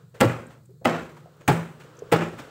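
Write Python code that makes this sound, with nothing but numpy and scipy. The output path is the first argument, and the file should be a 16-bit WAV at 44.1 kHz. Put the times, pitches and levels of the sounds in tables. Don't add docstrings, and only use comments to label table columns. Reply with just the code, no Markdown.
import sys
import numpy as np
from scipy import signal
from scipy.fft import rfft, irfft, next_fast_len
from scipy.io import wavfile
from scipy.ndimage import uniform_filter1d, map_coordinates

SR = 44100
rng = np.random.default_rng(int(sys.argv[2]) if len(sys.argv) > 2 else 0)


def wav_out(sig):
    wavfile.write(sys.argv[1], SR, np.round(np.clip(np.atleast_2d(sig).T, -1, 1) * 32767).astype(np.int16))


N = 110250
T, SCENE_T = np.arange(SR) / SR, np.arange(N) / SR


def amp(db):
    return 10 ** (np.asarray(db) / 20)

def unit(x):
    return x / np.sqrt(np.mean(x ** 2) + 1e-20)

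def along(points, hz):
    freqs, values = np.transpose(points)
    return np.interp(np.log(hz + 1), np.log(freqs + 1), values)

def colour(x, spectrum):
    gain = amp(along(spectrum, np.fft.rfftfreq(len(x), 1 / SR)))
    return unit(irfft(rfft(x) * gain, len(x)))

def noise(spectrum, spiky=0):
    return colour(rng.standard_normal(SR) * np.exp(spiky * rng.standard_normal(SR)), spectrum)

def swell(rise, hold, t60):
    return np.minimum(T / rise, 1) * amp(-60 * np.maximum(T - rise - hold, 0) / t60)

def wobble(rate, n=SR):
    return map_coordinates(rng.standard_normal(1000), [np.arange(n) * rate / SR], mode="wrap")

def ringing(hz, jitter=0.56, rate=110):
    return np.sin(2 * np.pi * hz * T + jitter * wobble(rate))

def add(out, start, x):
    k = round(start * SR)
    out[k:k + len(x)] += x[:N - k]


# pitch in Hz, level in dB.
HUM_TONES = [(122, -59), (146, -57.5), (166, -62)]

def hum():
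    out = np.zeros(N)
    for hz, db in HUM_TONES:
        waver = 1 + 0.5 * wobble(8.8, N)
        out += amp(db) * unit(waver * np.sin(2 * np.pi * hz * SCENE_T + 0.56 * wobble(21, N)))
    return out

# frequency in Hz, relative level in dB.
RUMBLE_SPECTRUM = [(25, -41), (55, -24.5), (80, -9.5), (130, 1.5), (180, -3), (260, -23), (600, -40),
                   (2000, -54.5)]
MIDRANGE_SPECTRUM = [(120, -24.5), (250, -3), (480, 4.5), (600, -4), (800, -9), (1350, -3.5), (2100, -18.5),
                     (3000, -17.5), (5000, -24), (7800, -26.5), (10500, -37), (15500, -39)]
HISS_SPECTRUM = [(500, -12), (1300, 8.5), (2200, -1.5), (3200, -4), (4100, 8.5), (5500, -1), (7800, 6.5),
                 (10500, -5), (15500, 3.5)]
# time in seconds, level in dB.
MIDRANGE_LEVELS = [(0, -58.5), (.1, -71), (.4, -60.5), (.56, -60), (.68, -84.5), (.8, -83.5), (1.1, -55.5),
                   (1.33, -59.5), (1.8, -54), (2.05, -52), (2.5, -48.5)]

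def background_noise():
    midrange_db = np.interp(SCENE_T, *np.transpose(MIDRANGE_LEVELS))
    layers = [(-58, RUMBLE_SPECTRUM), (midrange_db, MIDRANGE_SPECTRUM), (-71.5, HISS_SPECTRUM)]
    return sum(amp(db) * colour(rng.standard_normal(N), spectrum) for db, spectrum in layers)

def patter(per_second=14):
    spectrum = [(500, 2), (1500, -3.5), (8000, 2), (15000, 0.5)]
    out = np.zeros(N)
    for when, size in rng.random((int(per_second * N / SR), 2)):
        add(out, when * SCENE_T[-1], amp(-63.5) * size * noise(spectrum) * swell(0.001, 0.001, 0.04))
    return out

# start in seconds, level in dB, pitch in Hz, t60 in seconds.
CLOTH_FLOPS = [(.141, -45, 483, 0.25), (0.689, -51.5, 409, 0.29), (0.812, -44, 543, 0.19),
               (1.167, -49.5, 980, .06), (1.257, -47.5, 662, 0.095), (1.407, -46.5, 490, 0.072),
               (1.843, -41, 475, 0.086), (2.0206, -34.5, 425, 0.08), (2.053, -46, 458, 0.38),
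               (2.394, -39, 314, 0.048)]
# multiple of the pitch, relative level in dB.
FLOP_SPECTRUM = [(.25, -3), (.65, -7), (1, 9.5), (1.5, -12), (2.7, -25), (5, -44.5), (16, -53)]

def flops():
    out = np.zeros(N)
    for start, db, hz, t60 in CLOTH_FLOPS:
        cloth = noise([(ratio * hz, level) for ratio, level in FLOP_SPECTRUM])
        pop = amp(-6) * ringing(hz)
        add(out, start, amp(db) * (cloth + pop) * swell(0.002, 0.0035, t60))
    return out

# start in seconds, level in dB, rise and t60 in seconds.
CLOTH_PEELS = [(0.141, -51.5, 0.0063, 0.35), (.495, -52.5, 0.011, 0.25), (1.163, -53.5, 0.0039, 0.21),
               (1.403, -55.5, 0.0039, .15), (1.796, -49.5, 0.006, 0.46), (2.375, -39, 0.017, 0.17),
               (2.419, -52, .02, 0.49)]
# frequency in Hz, relative level in dB.
WET_CLOTH_SPECTRUM = [(200, -5), (700, -1.5), (1500, -1), (2500, -6.5), (5000, -17.5), (8000, -17),
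                      (10500, -29), (15000, -25)]

def peels():
    out = np.zeros(N)
    for start, db, rise, t60 in CLOTH_PEELS:
        add(out, start, amp(db) * noise(WET_CLOTH_SPECTRUM, spiky=0.78) * swell(rise, 0.0056, t60))
    return out

# start in seconds, water level in dB, crackle hold in seconds, thud level
# in dB, thud rise in seconds, bass and yard levels in dB, yard tilt in dB per octave, barrel level in dB,
# the tip's lead in seconds, tip level in dB.
SLAB_SLAPS = [(0.2048, -17, 0.0071, -16.5, 0.0093, -18, -20, -1, -37, 0.0047, -42.5),
              (0.85, -27, 0.005, -21, 0.0029, -35, -20, -0.26, -32, .0045, -35.5),
              (1.4784, -14.5, 0.0025, -16.5, 0.01, -19.5, -23.5, -0.6, -25, 0.0016, -29),
              (2.1189, -25.5, 0.016, -16, 0.0068, -30.5, -19, -0.48, -26, .003, -32)]

def slaps():
    direct, around = np.zeros(N), np.zeros(N)
    for (start, water_db, hold, thud_db, rise, bass_db,
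         yard_db, tilt_db, barrel_db, lead, tip_db) in SLAB_SLAPS:
        tip = amp(tip_db) * noise(WET_CLOTH_SPECTRUM) * swell(0.00052, 0.0013, 0.005)
        crackle, spray = water(water_db, hold)
        thud, bass = cloth_weight(thud_db, rise, bass_db)
        add(direct, start - lead, tip)
        add(direct, start, crackle + thud)
        add(around, start, spray + bass + amp(barrel_db) * barrel() + amp(yard_db) * yard(tilt_db))
    direct += snaps()
    return direct + around + air_pockets() + near_walls(direct)

# frequency in Hz, relative level in dB.
WATER_SPECTRUM = [(300, 3), (1000, 5), (2300, 8), (4500, -11.5), (6000, -8), (8000, -0.5), (10500, -13),
                  (15500, -10.5)]

def water(db, hold):
    crackle = amp(db - 1) * noise(WATER_SPECTRUM, spiky=1.13) * swell(0.00045, hold, 0.024)
    spray = amp(db - 20.5) * noise(WATER_SPECTRUM, spiky=0.64) * swell(0.0066, 0.011, 0.47)
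    return crackle, spray

# frequency in Hz, relative level in dB.
THUD_SPECTRUM = [(100, -40), (220, -1.5), (500, 5.5), (850, 7.5), (1100, -1.5), (2200, -9), (3400, -16.5),
                 (5000, -18.5), (8000, -49.5), (15000, -29)]
BASS_SPECTRUM = [(25, -35.5), (50, -32), (75, -27.5), (120, 10.5), (200, -8.5), (400, -5.5), (1000, -66)]

def cloth_weight(thud_db, rise, bass_db):
    thud = amp(thud_db) * noise(THUD_SPECTRUM) * swell(rise, 0.0028, 0.14)
    bass = amp(bass_db) * noise(BASS_SPECTRUM) * swell(0.0069, 0.032, 0.16)
    return thud, bass

# pitch in Hz, relative level in dB, t60 in seconds.
BARREL_MODES = [(166.7, 0.5, 0.35), (228, -12.5, 0.27), (348.4, -11.5, 0.3)]

def barrel():
    return sum(amp(db) * swell(0.017, 0.089 * amp(db), t60) * ringing(hz, jitter=0.07, rate=17)
               for hz, db, t60 in BARREL_MODES)

# frequency in Hz, relative level in dB.
YARD_SPECTRUM = [(35, -37), (70, -11.5), (110, -7), (190, -11.5), (235, 1.5), (280, -11), (340, 2),
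                 (420, -4.5), (530, -2), (750, -6.5), (1000, -8), (1350, -5.5), (1800, -11), (2500, -15),
                 (3400, -22.5), (5000, -31), (6300, -32), (7800, -31), (10000, -47.5), (15500, -49.5)]
# frequency in Hz, t60 in seconds.
YARD_DECAY = [(100, 0.72), (400, 0.53), (1500, 0.44), (4000, 0.49), (8000, 0.58), (15000, 0.97)]
FAR_WALL_DELAY_S, FAR_WALL_DB = 0.088, -11.5

def yard(tilt_db):
    spectrum = [(hz, db + tilt_db * np.log2(hz / 500)) for hz, db in YARD_SPECTRUM]
    hz, t, bands = signal.stft(noise(spectrum, spiky=0.59), SR, nperseg=1024)
    ring_db = 3 * unit(uniform_filter1d(rng.standard_normal(bands.shape), size=9, axis=1))
    bands *= amp(ring_db * (hz[:, None] > 600))
    wash = unit(signal.istft(bands, SR, nperseg=1024)[1][:SR])
    hz, t, bands = signal.stft(wash, SR, nperseg=256)
    t60 = along(YARD_DECAY, hz)[:, None]
    near = amp(-60 * t / t60)
    far = amp(FAR_WALL_DB - 60 * abs(t - FAR_WALL_DELAY_S) / t60) * (t > FAR_WALL_DELAY_S)
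    tail = signal.istft(bands * np.hypot(near, far), SR, nperseg=256)[1][:SR]
    flutter = amp(1.26 * wobble(130))
    return tail * np.minimum(T / 0.02, 1) * flutter

# pitch in Hz, level in dB, t60 in seconds.
TRAPPED_AIR = [
    [(120.3, -17.5, 0.43), (248, -11.5, 0.1), (484.4, -12, 0.13), (540, -8.5, 0.13), (821, -16.5, 0.039),
     (1350, -14, 0.046), (2042, -23.5, 0.063)],
    [(239.6, -18, 0.15), (624, -16, 0.1), (803, -17, 0.084), (1260, -18, 0.048), (2035, -23.5, 0.072)],
    [(115.3, -23, 0.15), (269.5, -22.5, 0.11), (423, -16.5, 0.032), (834, -17, 0.12)],
    [(153, -23, 0.057), (307, -16.5, 0.072), (461, -10.5, 0.068), (821, -15, 0.098), (1330, -19.5, .06)],
]

def air_pockets(delay_s=0.003487, rise_cycles=2.56):
    out = np.zeros(N)
    echo = amp(-21) * swell(0.025, 0, 0.49)
    for (start, *_), pockets in zip(SLAB_SLAPS, TRAPPED_AIR):
        for hz, db, t60 in pockets:
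            envelope = swell(rise_cycles / hz, 0, t60) + echo
            add(out, start + delay_s, amp(db) * envelope * ringing(hz))
    return out

# delay in seconds, gain in dB.
WALL_ECHOES = [(0.0113, -18), (.0225, -19.5), (.042, -18)]

def near_walls(direct):
    out = np.zeros(N)
    for delay, db in WALL_ECHOES:
        add(out, delay, amp(db) * direct)
    return out

# start in seconds, level in dB.
WET_SNAPS = [(0.2117, -3), (0.8561, -7), (1.486, -16), (2.1259, -10)]
# frequency in Hz, relative level in dB.
SNAP_SPECTRUM = [(500, -16), (1200, -3.5), (2100, 4), (3400, -0.5), (4300, -22.5), (12000, -30.5)]

def snaps(pulse_s=0.00026):
    out = np.zeros(N)
    age = T / pulse_s
    pulse = np.minimum(6 * age, 1) * (1 - age / 2) * np.exp(-age / 2)
    for start, db in WET_SNAPS:
        burst = amp(-14) * noise(SNAP_SPECTRUM) * swell(0.00033, 0.0012, 0.02)
        add(out, start, amp(db) * (pulse + burst))
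    return out

# start in seconds, level in dB, pitch in Hz.
FLOOR_DROPS = [(.466, -55, 8560), (0.655, -62, 8200), (1.967, -58, 6960), (1.989, -48.5, 6670)]
# multiple of the pitch, relative level in dB.
DROP_SPECTRUM = [(.2, -30), (.7, -9), (.92, 8), (1.1, 3), (1.35, -23), (2.3, -16)]

def drops():
    out = np.zeros(N)
    for start, db, hz in FLOOR_DROPS:
        tick = noise([(ratio * hz, level) for ratio, level in DROP_SPECTRUM], spiky=0.6)
        add(out, start, amp(db) * tick * swell(0.0018, 0.0015, 0.027))
    return out

# time in seconds, pitch in Hz, level in dB.
CHIRP_PATH = [(1.39, 7260, -83), (1.409, 6940, -72), (1.44, 6450, -73), (1.47, 6600, -66)]

def far_chirp():
    times, hz, db = np.transpose(CHIRP_PATH)
    envelope = amp(np.interp(SCENE_T, times, db)) * (SCENE_T > times[0]) * (SCENE_T < times[-1])
    return envelope * np.sin(2 * np.pi * np.cumsum(np.interp(SCENE_T, times, hz)) / SR)

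def scene():
    bed = hum() + background_noise() + patter()
    return (bed + flops() + peels() + slaps() + drops() + far_chirp())[None]

LOW_CUT_HZ, PEAK_CEILING, TOP_HZ = 55, 0.76, 15750

def record(dry):
    x = signal.sosfilt(signal.butter(2, LOW_CUT_HZ, "high", fs=SR, output="sos"), dry)
    x = x / (1 + abs(x / PEAK_CEILING) ** 8) ** (1 / 8)
    padded = next_fast_len(N + SR // 2)
    in_band = np.fft.rfftfreq(padded, 1 / SR) < TOP_HZ
    return irfft(rfft(x, padded) * in_band, padded)[..., :N]


dry = scene()
out = record(dry)
wav_out(out)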